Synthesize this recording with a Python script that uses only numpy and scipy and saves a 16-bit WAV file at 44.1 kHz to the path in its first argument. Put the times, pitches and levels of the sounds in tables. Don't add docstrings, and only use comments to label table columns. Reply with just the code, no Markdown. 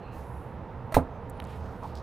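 import sys
import numpy as np
from scipy import signal
from scipy.io import wavfile

SR = 44100
rng = np.random.default_rng(int(sys.argv[2]) if len(sys.argv) > 2 else 0)


def linear_from_db(decibels):
    return 10 ** (np.asarray(decibels, float) / 20)


def put_to_file(sound):
    columns = np.atleast_2d(sound).T
    safe = np.clip(columns, -1, 1)
    whole_steps = np.round(safe * 32767)
    wavfile.write(sys.argv[1], SR, whole_steps.astype(np.int16))


N = 89478
T = np.arange(N) / SR


def rms_one(x):
    return x / np.sqrt(np.mean(x ** 2) + 1e-20)


def drift(rate_hz):
    hop = 40
    r = np.exp(-2 * np.pi * rate_hz * hop / SR)
    steps = rng.standard_normal(N // hop + 2002)
    slow = rms_one(signal.lfilter([1], [1, -2 * r, r * r], steps)[2000:])
    return np.interp(np.arange(N) / hop, np.arange(len(slow)), slow)


def ring(force, hz, t60):
    r = linear_from_db(-60 / (t60 * SR))
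    w = 2 * np.pi * hz / SR
    return signal.lfilter([0, np.sin(w)], [1, -2 * r * np.cos(w), r * r], force + 1e-18)


def band_filter(low_hz, high_hz):
    return signal.butter(2, [low_hz, min(high_hz, SR / 2.1)], "band", fs=SR, output="sos")


def band(low_hz, high_hz):
    noise = rng.standard_normal(N + 8000)
    return rms_one(signal.sosfilt(band_filter(low_hz, high_hz), noise)[8000:])


def band_click(start, low_hz, high_hz):
    click = 1.0 * (np.arange(N) == int(start * SR))
    sos = band_filter(low_hz, high_hz)
    out = signal.sosfilt(np.vstack([sos, sos]), click + 1e-18)
    return out / np.abs(out).max()


def around(hz, octaves):
    return hz * 2 ** (-octaves / 2), hz * 2 ** (octaves / 2)


def dying(start, t60, rise=1 / 4000):
    t = np.maximum(T - start, 0)
    return (1 - np.exp(-t / rise)) * linear_from_db(-60 * t / t60)


def swell(start, length, attack_share):
    corners = [start, start + attack_share * length, start + length]
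    return np.sin(np.pi / 2 * np.interp(T, corners, [0, 1, 0])) ** 1.3


# (frequency [Hz], level [dB per Hz])
HUM_COLOUR = [(25, -4), (110, -1.5), (320, -11), (950, -10.5), (1250, -19), (3000, -38), (6000, -57),
              (15500, -58.5)]
# (frequency [Hz], width [Hz], level [dB])
CABIN_RESONANCES = [(78.4, 19.6, -45), (122.6, 10.1, -49), (180.7, 26, -53.5), (253, 56, -58.5),
                    (474, 73, -52.5), (792, 62, -60.5), (920, 144, -55.5)]
HUM_DB, HUM_PATCHY_DB = -43, .6


def hum():
    hz, db = np.transpose(HUM_COLOUR)
    edges = 22 * 2 ** np.arange(0, 10, .5)
    wide = np.zeros(N)
    for low, high in zip(edges, edges[1:]):
        density_db = np.interp(np.log(low * high) / 2, np.log(hz), db)
        level = linear_from_db(density_db + HUM_PATCHY_DB * drift(9.7))
        wide += level * np.sqrt(high - low) * band(low, high)
    peaks = np.zeros(N)
    for centre, width, peak_db in CABIN_RESONANCES:
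        level = linear_from_db(peak_db + HUM_PATCHY_DB * drift(7))
        peaks += level * band(centre - width / 2, centre + width / 2)
    return linear_from_db(HUM_DB) * rms_one(wide) + peaks


# (start [s], length [s], centre [Hz], width [octaves])
RUBS = [(0, .24, 2650, .2), (-.02, .26, 4150, .1), (.11, .16, 11500, 1.0), (.1, .52, 10800, .25),
        (.15, .45, 9500, 1.5), (.1, .2, 4500, 1.3), (1.29, .3, 3500, .8), (1.46, .17, 7800, 1.5),
        (1.43, .22, 2400, 1.1), (1.6, .3, 1300, .6), (1.55, .3, 4000, 1.2), (1.815, .12, 9000, 1.6),
        (1.94, .09, 4200, .9), (1.82, .06, 850, .6), (1.4, .8, 10000, 1.3), (1.8, .2, 3200, 1.2),
        (1.945, .07, 9500, 1.1)]
RUB_LEVELS = [-63, -72.5, -66.5, -73, -73, -68.5, -73, -68, -59.5, -55.5, -69.5, -69.5, -59.5, -41.5, -77,
              -64.5, -71]
RUB_PATCHY_DB, RUB_ATTACK_SHARE = 1.2, .3


def rubs():
    out = np.zeros(N)
    for (start, length, hz, octaves), db in zip(RUBS, RUB_LEVELS):
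        level = linear_from_db(db + RUB_PATCHY_DB * drift(47))
        out += level * swell(start, length, RUB_ATTACK_SHARE) * band(*around(hz, octaves))
    return out


# (start [s], level [dB], rattle t60 [s], wood share [dB])
LATCH_CONTACTS = [
    (.9200, -52, .03, 0),
    (.9235, -45, .05, 18),
    (.9426, -26, .025, 3),
    (.9480, -33, .12, 6),
    (.9670, -44, .05, -20),
]
# (frequency [Hz], level [dB], t60 [s])
LATCH_METAL = [(1320, -6, .02), (2000, -6, .01), (3854, -12, .012), (4300, -16, .015), (8882, -10, .015),
               (9232, -13, .02), (11630, -16, .01), (13000, -17, .008), (14800, -19, .008)]
# (frequency [Hz], level [dB], t60 [s])
LATCH_WOOD = [(110, -16, .06), (400, -14, .04), (650, -2, .07), (1030, -13, .04), (1320, -14, .05)]
RATTLE_PER_S, RATTLE_SPREAD_DB, RATTLE_HISS_DB, RATTLE_BODY_DB = 5000, 3.5, -6, 1
LATCH_ROOM_DB, LATCH_ROOM_T60_S, LATCH_ROOM_HZ = -61, .24, 9000


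def latch():
    sizes = linear_from_db(RATTLE_SPREAD_DB * np.minimum(rng.exponential(1, N), 4)) * rng.choice([-1, 1], N)
    clicks = rms_one(sizes * (rng.random(N) < RATTLE_PER_S / SR))
    force = np.zeros(N)
    tap = np.zeros(N)
    for start, db, t60, wood_db in LATCH_CONTACTS:
        force += linear_from_db(db) * dying(start, t60)
        tap[int(start * SR)] = linear_from_db(db + wood_db)
    metal = np.zeros(N)
    for hz, db, t60 in LATCH_METAL:
        dealt = rng.standard_normal(N)
        metal += linear_from_db(db) * ring(force * clicks * dealt, hz, t60) * np.sqrt(20 / (t60 * SR))
    hiss = linear_from_db(RATTLE_HISS_DB) * force * band(3500, 18500)
    body = linear_from_db(RATTLE_BODY_DB) * force * band(550, 2100)
    wood = sum(linear_from_db(db) * ring(tap, hz, t60) for hz, db, t60 in LATCH_WOOD)
    air = band(1200, 7500) + .5 * band(5000, 14000) + .53 * band(*around(LATCH_ROOM_HZ, .21))
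    room = linear_from_db(LATCH_ROOM_DB) * dying(LATCH_CONTACTS[2][0], LATCH_ROOM_T60_S, rise=.03) * air
    return metal + hiss + body + wood + room


# (start [s], level [dB], frequency [Hz], t60 [s])
AIR_PUSH = (.9440, -19.5, 29, .17)


def air_push():
    start, db, hz, t60 = AIR_PUSH
    return linear_from_db(db) * dying(start, t60, rise=.002) * np.sin(2 * np.pi * hz * (T - start))


# (time [s], level [dB], contact length [s], direction [+1 or -1])
KNOCKS = [
    (.96748, 0, .00041, 1),
    (.97648, -5.5, .00053, 1),
]
# (frequency [Hz], level [dB], t60 [s], first swing [+1 or -1])
PANEL_MODES = [(51, -26, .05, -1), (80, -27, .3, -1), (111, -24, .06, 1), (156, -25, .18, 1),
               (256, -23.5, .19, 1), (284, -22, .2, -1), (435, -12, .018, 1), (731, -5.4, .021, -1),
               (847, -6.5, .037, -1), (1023, -6.8, .029, 1), (1280, -17, .06, -1)]
WOOD_TAIL_DB, WOOD_TAIL_T60_S, WOOD_TAIL_HZ = -23, .2, (280, 900)
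BOOM_DB, BOOM_T60_S = -30, .2


def knock():
    force = np.zeros(N)
    for start, db, length, way in KNOCKS:
        force += way * linear_from_db(db) * np.exp(-((T - start) / length) ** 2) / (length * SR)
    panel = sum(way * linear_from_db(db) * ring(force, hz, t60) for hz, db, t60, way in PANEL_MODES)
    bounce = KNOCKS[1][0]
    wood = signal.sosfilt(signal.butter(2, 1300, fs=SR, output="sos"), band(*WOOD_TAIL_HZ))
    tail = linear_from_db(WOOD_TAIL_DB) * dying(bounce, WOOD_TAIL_T60_S, rise=.0015) * wood
    boom = linear_from_db(BOOM_DB) * dying(bounce, BOOM_T60_S, rise=.01) * band(60, 200)
    return panel + tail + boom


# (start [s], length [s], first pitch [Hz], last pitch [Hz], level [dB])
SQUEAKS = [
    (1.083, 0.068, 11100, 11050, -90),
    (1.082, 0.15, 6400, 5970, -81),
    (1.33, .05, 10200, 10500, -79),
    (1.366, .024, 9700, 9250, -79),
    (1.72, 0.17, 10250, 10500, -80),
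]


def squeaks():
    out = np.zeros(N)
    for start, length, first_hz, last_hz, db in SQUEAKS:
        pitch = np.interp(T, [start, start + length], [first_hz, last_hz])
        tone = np.sin(2 * np.pi * np.cumsum(pitch) / SR)
        out += linear_from_db(db + 3 * drift(60)) * swell(start, length, .55) * tone
    return out


# (time [s], level [dB], centre [Hz], width [octaves])
TICKS = [(1.294, -61, 10000, 0.96), (1.2984, -39.5, 10000, 1.22), (1.304, -50.5, 9000, .8),
         (1.4010, -34, 1600, 2.3), (1.4010, -44.5, 3460, 0.34), (1.401, -46.5, 11200, 0.48),
         (1.4226, -44, 2000, 1.2), (1.4205, -57, 9900, 0.66), (1.429, -54, 9800, 0.69),
         (1.4415, -57, 4340, .3), (1.441, -47.5, 9100, 0.97), (1.4508, -50.5, 7000, 0.97),
         (1.471, -53, 8450, 1.4), (1.828, -38, 870, 1.1), (1.835, -55, 5960, 1.3), (1.855, -72, 10000, .8),
         (1.9537, -45.5, 4350, 0.83), (1.9535, -55.5, 8170, 0.16), (1.953, -64, 12600, .2),
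         (1.9535, -65, 15000, .1), (1.974, -49.5, 3780, 0.85), (1.987, -67, 5000, 1.2)]
TICK_T60_S, TICK_SNAP_DB = .012, 20


def ticks():
    out = np.zeros(N)
    for start, db, hz, octaves in TICKS:
        edges = around(hz, octaves)
        fizz = linear_from_db(-TICK_SNAP_DB) * dying(start, TICK_T60_S) * band(*edges)
        out += 2 * linear_from_db(db) * (band_click(start, *edges) + fizz)
    return out


PAN_DB = 2.25


def scene():
    mono = hum() + rubs() + latch() + air_push() + knock() + squeaks() + ticks()
    return mono * linear_from_db(np.array([[-PAN_DB - .3], [PAN_DB - .3]]))


def roll_off(x):
    return signal.sosfilt(signal.butter(12, 16500, fs=SR, output="sos"), x)


def record(dry):
    top_cut = signal.cheby2(10, 50, 16300, fs=SR, output="sos")
    mix = signal.sosfilt(top_cut, dry)
    return roll_off(mix)


dry = scene()
out = record(dry)
put_to_file(out)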